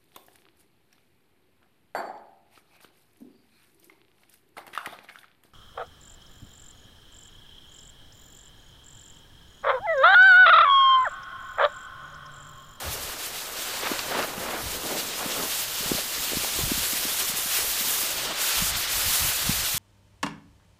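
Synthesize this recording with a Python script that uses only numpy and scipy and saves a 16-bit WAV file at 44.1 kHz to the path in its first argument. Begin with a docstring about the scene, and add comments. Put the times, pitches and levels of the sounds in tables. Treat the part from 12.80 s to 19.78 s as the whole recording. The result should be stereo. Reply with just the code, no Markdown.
"""A firework fuse burns for seven seconds on a wooden board outdoors, close to a single microphone.
At first gas jets from the cord as a modest bright hiss (noise with tiny grains) over a softly roaring flame
(lumpy low noise), with gusts rumbling on the microphone. Between one and two seconds the flame whooshes and
snaps click (short ringing modes). Near three seconds the jet grows and low thumps crowd in (short
wavelets); later the hiss chokes, and near the end strong gusts return with one more heavy thump."""
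import sys
import numpy as np
from scipy import signal
from scipy.io import wavfile

SR = 44100
rng = np.random.default_rng(int(sys.argv[2]) if len(sys.argv) > 2 else 0)


def magnitude_from_level(level_db):
    """Linear magnitude for a level in decibels (20 dB per decade)."""
    exponent = np.asarray(level_db, float) / 20
    return 10 ** exponent


def transcribe(u):
    """Save the signal u as a 16-bit wav file named by the first command-line argument.

    u: samples, shape (n,) or (channels, n), limited to [-1, 1]; the rate is SR.
    q: integer samples, one column per channel.
    """
    v = np.clip(np.atleast_2d(u).T, -1, 1)
    q = np.round(v * 32767).astype(np.int16)
    wavfile.write(sys.argv[1], SR, q)


N = 307818

# Jet of gas as the cord burns down: time_s, level_db (before the gain in jet()),
# treble_opening_db (before each band takes its share)
JET_COURSE = [(0.0, -39, -2), (0.3, -38, -0.5), (0.6, -37, -2), (0.9, -35.5, -1.5), (1.15, -36.5, -2.5),
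              (1.45, -39.5, -1), (1.75, -41, -0.5), (1.92, -36, -1.5), (2.3, -35.5, -2), (2.65, -34.5, 0.5),
              (3.05, -31, -1), (3.5, -32.5, -0.5), (4.0, -31, -0.5), (4.3, -32.5, 0.5), (4.65, -33.5, 2),
              (5.2, -31, 2), (5.45, -29.5, -1), (5.8, -29.5, 0.5), (6.15, -31, 0), (6.33, -29, 1.5),
              (6.6, -30, -0.8), (6.98, -30.5, 0.5)]
# Colour of the jet: pitch_hz, density_db (per Hz, relative)
JET_SPECTRUM = [(300, -22), (700, -9.5), (1500, -3.5), (2300, -2.5), (3100, 1), (4500, 0), (5900, -1.5),
                (7200, -0.5), (8600, -2), (10300, -3), (12000, -2), (14000, -2), (17000, -4.5)]
# How far each pitch follows the treble opening: pitch_hz, share (no unit)
TREBLE_SHARE = [(4000, 0.0), (7000, 0.69), (8800, 0.93), (10500, 1.7), (12500, 1.35), (14500, 1.4)]
# Jet chokes for a moment: middle_s, length_s (between the 1/e points), level_lost_db,
# treble_opening_lost_db (negative is a gain)
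JET_CHOKES = [(.21, 0.039, 2, 0), (.36, .05, 4, 2), (.51, 0.083, 3, -0.5), (.705, .14, 5.5, -1),
              (1.565, 0.044, 3.5, -1.5), (2.0, 0.078, 4, -1), (2.33, 0.059, -1.5, 4), (2.43, .04, 2.5, 0.5),
              (2.52, .04, -3.5, 4), (2.9, 0.15, 3, 0.5), (3.265, 0.12, 3.5, 0), (4.1, .04, 2, -2.5),
              (4.545, 0.049, 1, 4), (4.96, .05, -0.5, 2.5), (5.355, 0.068, 3.5, 1.3),
              (5.398, 0.042, 1.5, 2.5), (5.515, 0.15, 4.5, 6.5), (5.722, 0.03, -0.5, 2.5),
              (5.938, 0.055, 0.5, 7), (6.062, 0.094, 0.5, 4.5), (6.905, 0.11, 0.5, 0.5)]
# Jet spurts, with one slight dip: middle_s, length_s (between the 1/e points), level_gained_db,
# treble_opening_gained_db (negative is a loss)
JET_SPURTS = [(.135, 0.041, 3, 2.5), (.45, 0.037, 2, -0.5), (1.05, 0.055, -0.5, -1), (1.40, 0.089, 3.5, -1),
              (2.19, .05, 3.5, -1), (2.72, 0.048, 3.5, -1), (4.415, .06, 3.5, -0.8), (4.76, 0.1, 5, -2),
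              (5.005, 0.033, 1.5, -0.5), (5.288, 0.033, 1, -2.5), (5.77, 0.072, 3, -2.5),
              (6.83, .05, 1, -3)]
# Steady flame: time_s, roar_db (rms before tilt), tilt_db_per_octave
FLAME_COURSE = [(0.0, -38.5, -1), (0.5, -43.5, 1), (1.0, -38.5, 0.5), (2.3, -38.5, -3), (2.9, -43.5, 0.5),
                (3.6, -41, -1.5), (4.2, -41, -0.5), (4.7, -42.5, 2.5), (5.4, -39, 1), (5.7, -38.5, 4),
                (6.5, -40.5, 3.5), (6.98, -44.5, 0)]
# Flame flares up with a whoosh: crest_s, roar_db (rms before tilt), rise_s, fall_s (to 1/e of the power),
# tilt_db_per_octave
FLAME_FLARES = [(1.06, -31.5, 0.036, 0.022, 2.5), (1.125, -35.5, 0.027, 0.047, 1),
                (1.39, -27, 0.069, 0.052, -0.2), (1.745, -31, .11, 0.043, -0.5),
                (2.1, -34, 0.07, 0.083, -4), (2.42, -34, 0.027, .06, -0.5), (2.61, -32.5, 0.088, 0.05, -3),
                (3.155, -38, 0.11, .05, -2), (4.81, -39.5, 0.021, 0.047, 2.5),
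                (5.48, -35.5, .04, 0.047, -3.5), (6.7, -44, 0.053, .03, 8)]
# Colour of the flame's roar: pitch_hz, density_db (per Hz, relative)
ROAR_SPECTRUM = [(120, -16.5), (230, -7.5), (400, -4), (570, -2), (800, -4.5), (1300, -4), (1900, -8.5),
                 (3500, -16), (6000, -24)]
# Low thumps: gas pockets letting go, the deepest ones wind bumping the microphone:
# crest_s, peak_db, pitch_hz, length_cycles
THUMPS = [(0.0817, -30, 72.6, 0.48), (1.036, -27, 460, 0.77), (1.1171, -18.5, 312, 0.65),
          (1.581, -28.5, 217, 0.56), (1.861, -33, 87, 0.64), (2.462, -23, 239, 0.49),
          (3.0096, -31, 175, 0.38), (3.062, -28, 179, 0.45), (3.118, -11, 278, 0.3),
          (3.151, -24, 189, 0.31), (3.1877, -25, 643, 0.73), (3.5208, -24.5, 366, 0.43),
          (3.5342, -19, 418, 0.4), (3.572, -20, 240, 0.42), (3.638, -26, 467, 0.45),
          (3.6474, -19, 792, 0.33), (3.791, -24, 382, 0.69), (3.814, -28, 68, 0.37),
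          (3.8396, -25.5, 150, 0.54), (3.878, -28, 277, 0.34), (3.9193, -16, 273, 0.58),
          (3.979, -25.5, 208, 0.5), (4.1344, -28, 271, 0.65), (4.2542, -25.5, 276, 0.49),
          (4.5, -32.5, 200, 0.58), (4.588, -32, 429, 0.5), (4.661, -32.5, 225, 0.5), (4.79, -28, 425, 0.63),
          (5.824, -24, 171, 0.71), (6.278, -28, 65, 0.48), (6.419, -28.5, 70, 0.57),
          (6.45, -27.5, 107, 0.34), (6.6961, -13.5, 169, 0.37), (6.948, -27, 76, 0.19)]
# Powder grains snapping: start_s, strength_db (before mode levels and the trim in snaps()),
# brightness_db_per_octave
POWDER_SNAPS = [(.06, -34, 2.0), (0.789, -26, 2), (1.1924, -18, 6), (1.1957, -21, 3.0), (1.4273, -19, 3),
                (1.58, -27, -6), (5.385, -25, 1.5)]
# Short modes of cord and board: pitch_hz, level_db (relative), t60_s
SNAP_MODES = [(1360, 1.5, 0.0084), (2740, 6, .005), (4600, 4, 0.0022)]
# Gusts on the microphone: crest_s, level_db (rms), rise_s, fall_s (to 1/e of the power)
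WIND_GUSTS = [(.09, -40.5, 0.066, 0.055), (.27, -44, .08, 0.031), (1.2, -57, 0.12, .12),
              (1.58, -49.5, .06, 0.16), (1.86, -41.5, 0.038, .1), (2.57, -53, 0.16, 0.055),
              (3.12, -44, .06, .06), (3.4, -47, 0.027, .03), (3.57, -44, 0.044, 0.069),
              (3.825, -36, 0.042, 0.076), (4.0, -43, .07, .05), (4.2, -52, .08, .06),
              (4.5, -52, 0.055, 0.14), (4.85, -46.5, 0.055, 0.05), (5.37, -50, .03, 0.099),
              (5.82, -37.5, 0.042, 0.056), (5.96, -38.5, .05, 0.027), (6.12, -45, .09, .09),
              (6.29, -37.5, 0.037, .04), (6.43, -38, .03, 0.078), (6.7, -34.5, 0.052, 0.03),
              (6.82, -36.5, 0.045, 0.035), (6.95, -43, 0.032, .05)]
# Colour of wind on the microphone: pitch_hz, density_db (per Hz, relative)
RUMBLE_SPECTRUM = [(20, -3), (45, 1), (85, -4), (160, -10.5), (300, -21.5), (500, -45)]
# Colour of the outdoor air: pitch_hz, density_db (per Hz, relative)
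AIR_SPECTRUM = [(20, 10), (45, -3), (100, 13), (250, 3), (600, 4)]


def rms_one(x):
    """Scale to rms 1."""
    return x / np.sqrt(np.mean(x ** 2) + 1e-20)


def in_time(rows):
    """Draw each column of a table as a curve with a value at every sample."""
    time_s, *columns = np.transpose(rows)
    return [np.interp(np.arange(N) / SR, time_s, column) for column in columns]


def at_hz(points, hz):
    """Read a spectrum on a log frequency axis."""
    pitch_hz, value = np.transpose(points)
    return np.interp(np.log(hz), np.log(pitch_hz), value)


def drift(rate_hz):
    """Slow chance movement of spread 1: noise at every 40th sample through two equal one-pole lowpasses."""
    r = np.exp(-2 * np.pi * rate_hz * 40 / SR)
    noise = rng.standard_normal(N // 40 + 2002)
    slow = signal.lfilter([1], [1, -2 * r, r * r], noise)[2000:]   # drop the filter's run-in
    return np.interp(np.arange(N) / 40, np.arange(len(slow)), rms_one(slow))


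def bands(sources, low_hz, count):
    """Yield (centre Hz, quarter-octave band); neighbours are fed from unrelated sources."""
    edges = low_hz * 2 ** (np.arange(count + 1) / 4)
    for low, high, source in zip(edges, edges[1:], list(sources) * count):
        sos = signal.butter(2, [low, high], "band", fs=SR, output="sos")
        yield np.sqrt(low * high), signal.sosfilt(sos, source)


def turbulence(spectrum, low_hz, count, lumpy_db, patchy_db, rate_hz, tilt_db=0, pivot_hz=700):
    """Eddies as coloured noise: lumps shared by all bands, patches in each; rms 1 before the tilt."""
    lumps = lumpy_db * drift(rate_hz)
    noise = rng.standard_normal((2, N))
    flat, tilted = 0, 0
    for hz, band in bands(noise, low_hz, count):
        band = band * magnitude_from_level(at_hz(spectrum, hz) + lumps + patchy_db * drift(rate_hz))
        flat = flat + band
        tilted = tilted + band * magnitude_from_level(tilt_db * np.log2(hz / pivot_hz))
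    return tilted / np.sqrt(np.mean(flat ** 2))


def swell(crest_s, level_db, rise_s, fall_s):
    """Power of a bell-shaped swell with its own rise and fall."""
    t = np.arange(N) / SR - crest_s
    width_s = np.where(t < 0, max(rise_s, .01), max(fall_s, .01))
    return magnitude_from_level(2 * level_db) * np.exp(-(t / width_s) ** 2)


def bumps(rows):
    """Flat-topped bumps in level and treble opening, summed in dB."""
    steepness = 3.1   # of the edges
    t = np.arange(N) / SR
    out = np.zeros((2, N))
    for middle_s, length_s, level_db, treble_db in rows:
        shape = np.exp(-np.abs(2 * (t - middle_s) / length_s) ** steepness)
        out += np.outer([level_db, treble_db], shape)
    return out


def jet_motion():
    """Level and treble opening of the jet: its slow course, spurts, chokes and unsteadiness."""
    flutter_db, treble_flutter_db, flutter_hz = 0.25, 0.5, 12
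    unsteady = [flutter_db * drift(flutter_hz), treble_flutter_db * drift(flutter_hz)]
    return np.array(in_time(JET_COURSE)) + bumps(JET_SPURTS) - bumps(JET_CHOKES) + unsteady


def jet(level_db, treble_db):
    """Smooth jet noise with dense tiny grains; its treble opens and closes as the jet turns and chokes."""
    grains_per_s, grains_db = 500, -14   # grain level is relative to the smooth noise
    sizes = magnitude_from_level(2.1 * np.minimum(rng.exponential(1, (2, N)), 5))
    signs = rng.choice([-1, 1], (2, N))
    grains = rms_one(sizes * signs * (rng.random((2, N)) < grains_per_s / SR))
    gas = rng.standard_normal((2, N)) + magnitude_from_level(grains_db) * grains
    flutter = 0.74 * drift(19.0)
    steady, played = 0, 0
    for hz, band in bands(gas, low_hz=288.0, count=24):
        band = band * magnitude_from_level(at_hz(JET_SPECTRUM, hz) + flutter + 0.83 * drift(17.0))
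        steady = steady + band
        played = played + band * magnitude_from_level(at_hz(TREBLE_SHARE, hz) * treble_db)
    return magnitude_from_level(level_db + 4.5) * played / np.sqrt(np.mean(steady ** 2))


def flame():
    """Flares add their power to the steady roar and lend it their colour."""
    roar_db, tilt_db = in_time(FLAME_COURSE)
    power = magnitude_from_level(2 * roar_db)
    coloured = power * tilt_db
    for *shape, flare_tilt_db in FLAME_FLARES:
        flare = swell(*shape)
        power = power + flare
        coloured = coloured + flare * flare_tilt_db
    mean_tilt_db = coloured / power   # weighted by power
    roar = turbulence(ROAR_SPECTRUM, low_hz=111.6, count=23, lumpy_db=1.4, patchy_db=1.5, rate_hz=46,
                      tilt_db=mean_tilt_db)
    return np.sqrt(power) * roar


def weak_thumps(count=24):
    """Weak thumps fall at random while the flame runs along the cord."""
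    start_s, end_s, mean_peak_db, low_hz, high_hz = 2.95, 5.6, -36.5, 170, 478
    when, size, pitch = rng.random((count, 3)).T
    crest_s = start_s + (end_s - start_s) * when
    peak_db = mean_peak_db + 8.0 * (size - .5)
    pitch_hz = low_hz * (high_hz / low_hz) ** pitch
    return list(zip(crest_s, peak_db, pitch_hz, [.5] * count))


def thumps():
    """Each thump pushes the air once or twice: a wavelet that rises fast, sinks in pitch and dies slower."""
    out = np.zeros(N + 2000)
    offsets = np.arange(-1500, 1500)
    for crest_s, peak_db, hz, cycles in THUMPS + weak_thumps():
        turns = hz * offsets / SR
        width = max(cycles, .2) * np.where(turns < 0, .95, 1.15)
        bell = np.exp(-.5 * (turns / width) ** 2)
        wavelet = bell * np.cos(2 * np.pi * turns * (1 - 0.072 * np.clip(turns, -2, 2)))
        wavelet = wavelet + 0.47 * wavelet * np.abs(wavelet)   # strong pushes peak sharply, adding overtones
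        wavelet = wavelet - bell * wavelet.sum() / bell.sum()   # no net push
        out[round(crest_s * SR) + offsets] += magnitude_from_level(peak_db) * wavelet / np.max(wavelet)
    return out[:N]


def snaps():
    """A click rings a few very short modes of cord and board, with new strengths each time."""
    start_s, strength_db, brightness_db = np.transpose(POWDER_SNAPS)
    at = np.round(start_s * SR).astype(int)
    spread_db = rng.normal(0, 2, (len(at), len(SNAP_MODES)))
    out = np.zeros(N)
    for k, (hz, level_db, t60_s) in enumerate(SNAP_MODES):
        tilt_db = brightness_db * np.log2(hz / 2500)
        clicks = np.full(N, 1e-18)   # inaudible floor
        clicks[at] = magnitude_from_level(strength_db + level_db + spread_db[:, k] + tilt_db - 5.5)
        r = magnitude_from_level(-60 / (t60_s * SR))
        w = 2 * np.pi * hz / SR
        out += signal.lfilter([0, np.sin(w)], [1, -2 * r * np.cos(w), r * r], clicks)
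    return out


def wind():
    """Lumpy rumble on the microphone that swells with each gust."""
    calm_db = -60.5   # between gusts
    power = magnitude_from_level(2 * calm_db) + sum(swell(*gust) for gust in WIND_GUSTS)
    rumble = turbulence(RUMBLE_SPECTRUM, low_hz=17.5, count=19, lumpy_db=1.5, patchy_db=1.5, rate_hz=13)
    return np.sqrt(power) * rumble


def outdoor_air():
    """Faint, slowly wavering low noise of the open air behind the fuse."""
    level_db = -55.5   # rms
    return magnitude_from_level(level_db) * turbulence(AIR_SPECTRUM, low_hz=18.5, count=20, lumpy_db=2.0, patchy_db=2.5,
                                      rate_hz=2.5)


def scene():
    """Everything reaches one microphone, so both channels are alike."""
    fuse = jet(*jet_motion()) + flame() + thumps() + snaps()
    return np.tile(fuse + wind() + outdoor_air(), (2, 1))


def low_pass(x):
    """Removes everything above the highest recorded frequency."""
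    return signal.sosfilt(signal.butter(12, 16300, fs=SR, output="sos"), x)


def record(dry):
    """A steep lowpass cuts the top, and a small constant offset rides along."""
    cutoff_hz, offset = 15050, .001   # offset as a share of full scale
    lowpass = signal.ellip(14, .3, 85, cutoff_hz, fs=SR, output="sos")   # .3 dB ripple, 85 dB stopband
    mix = signal.sosfilt(lowpass, dry) + offset
    return low_pass(mix)


dry = scene()
out = record(dry)
transcribe(out)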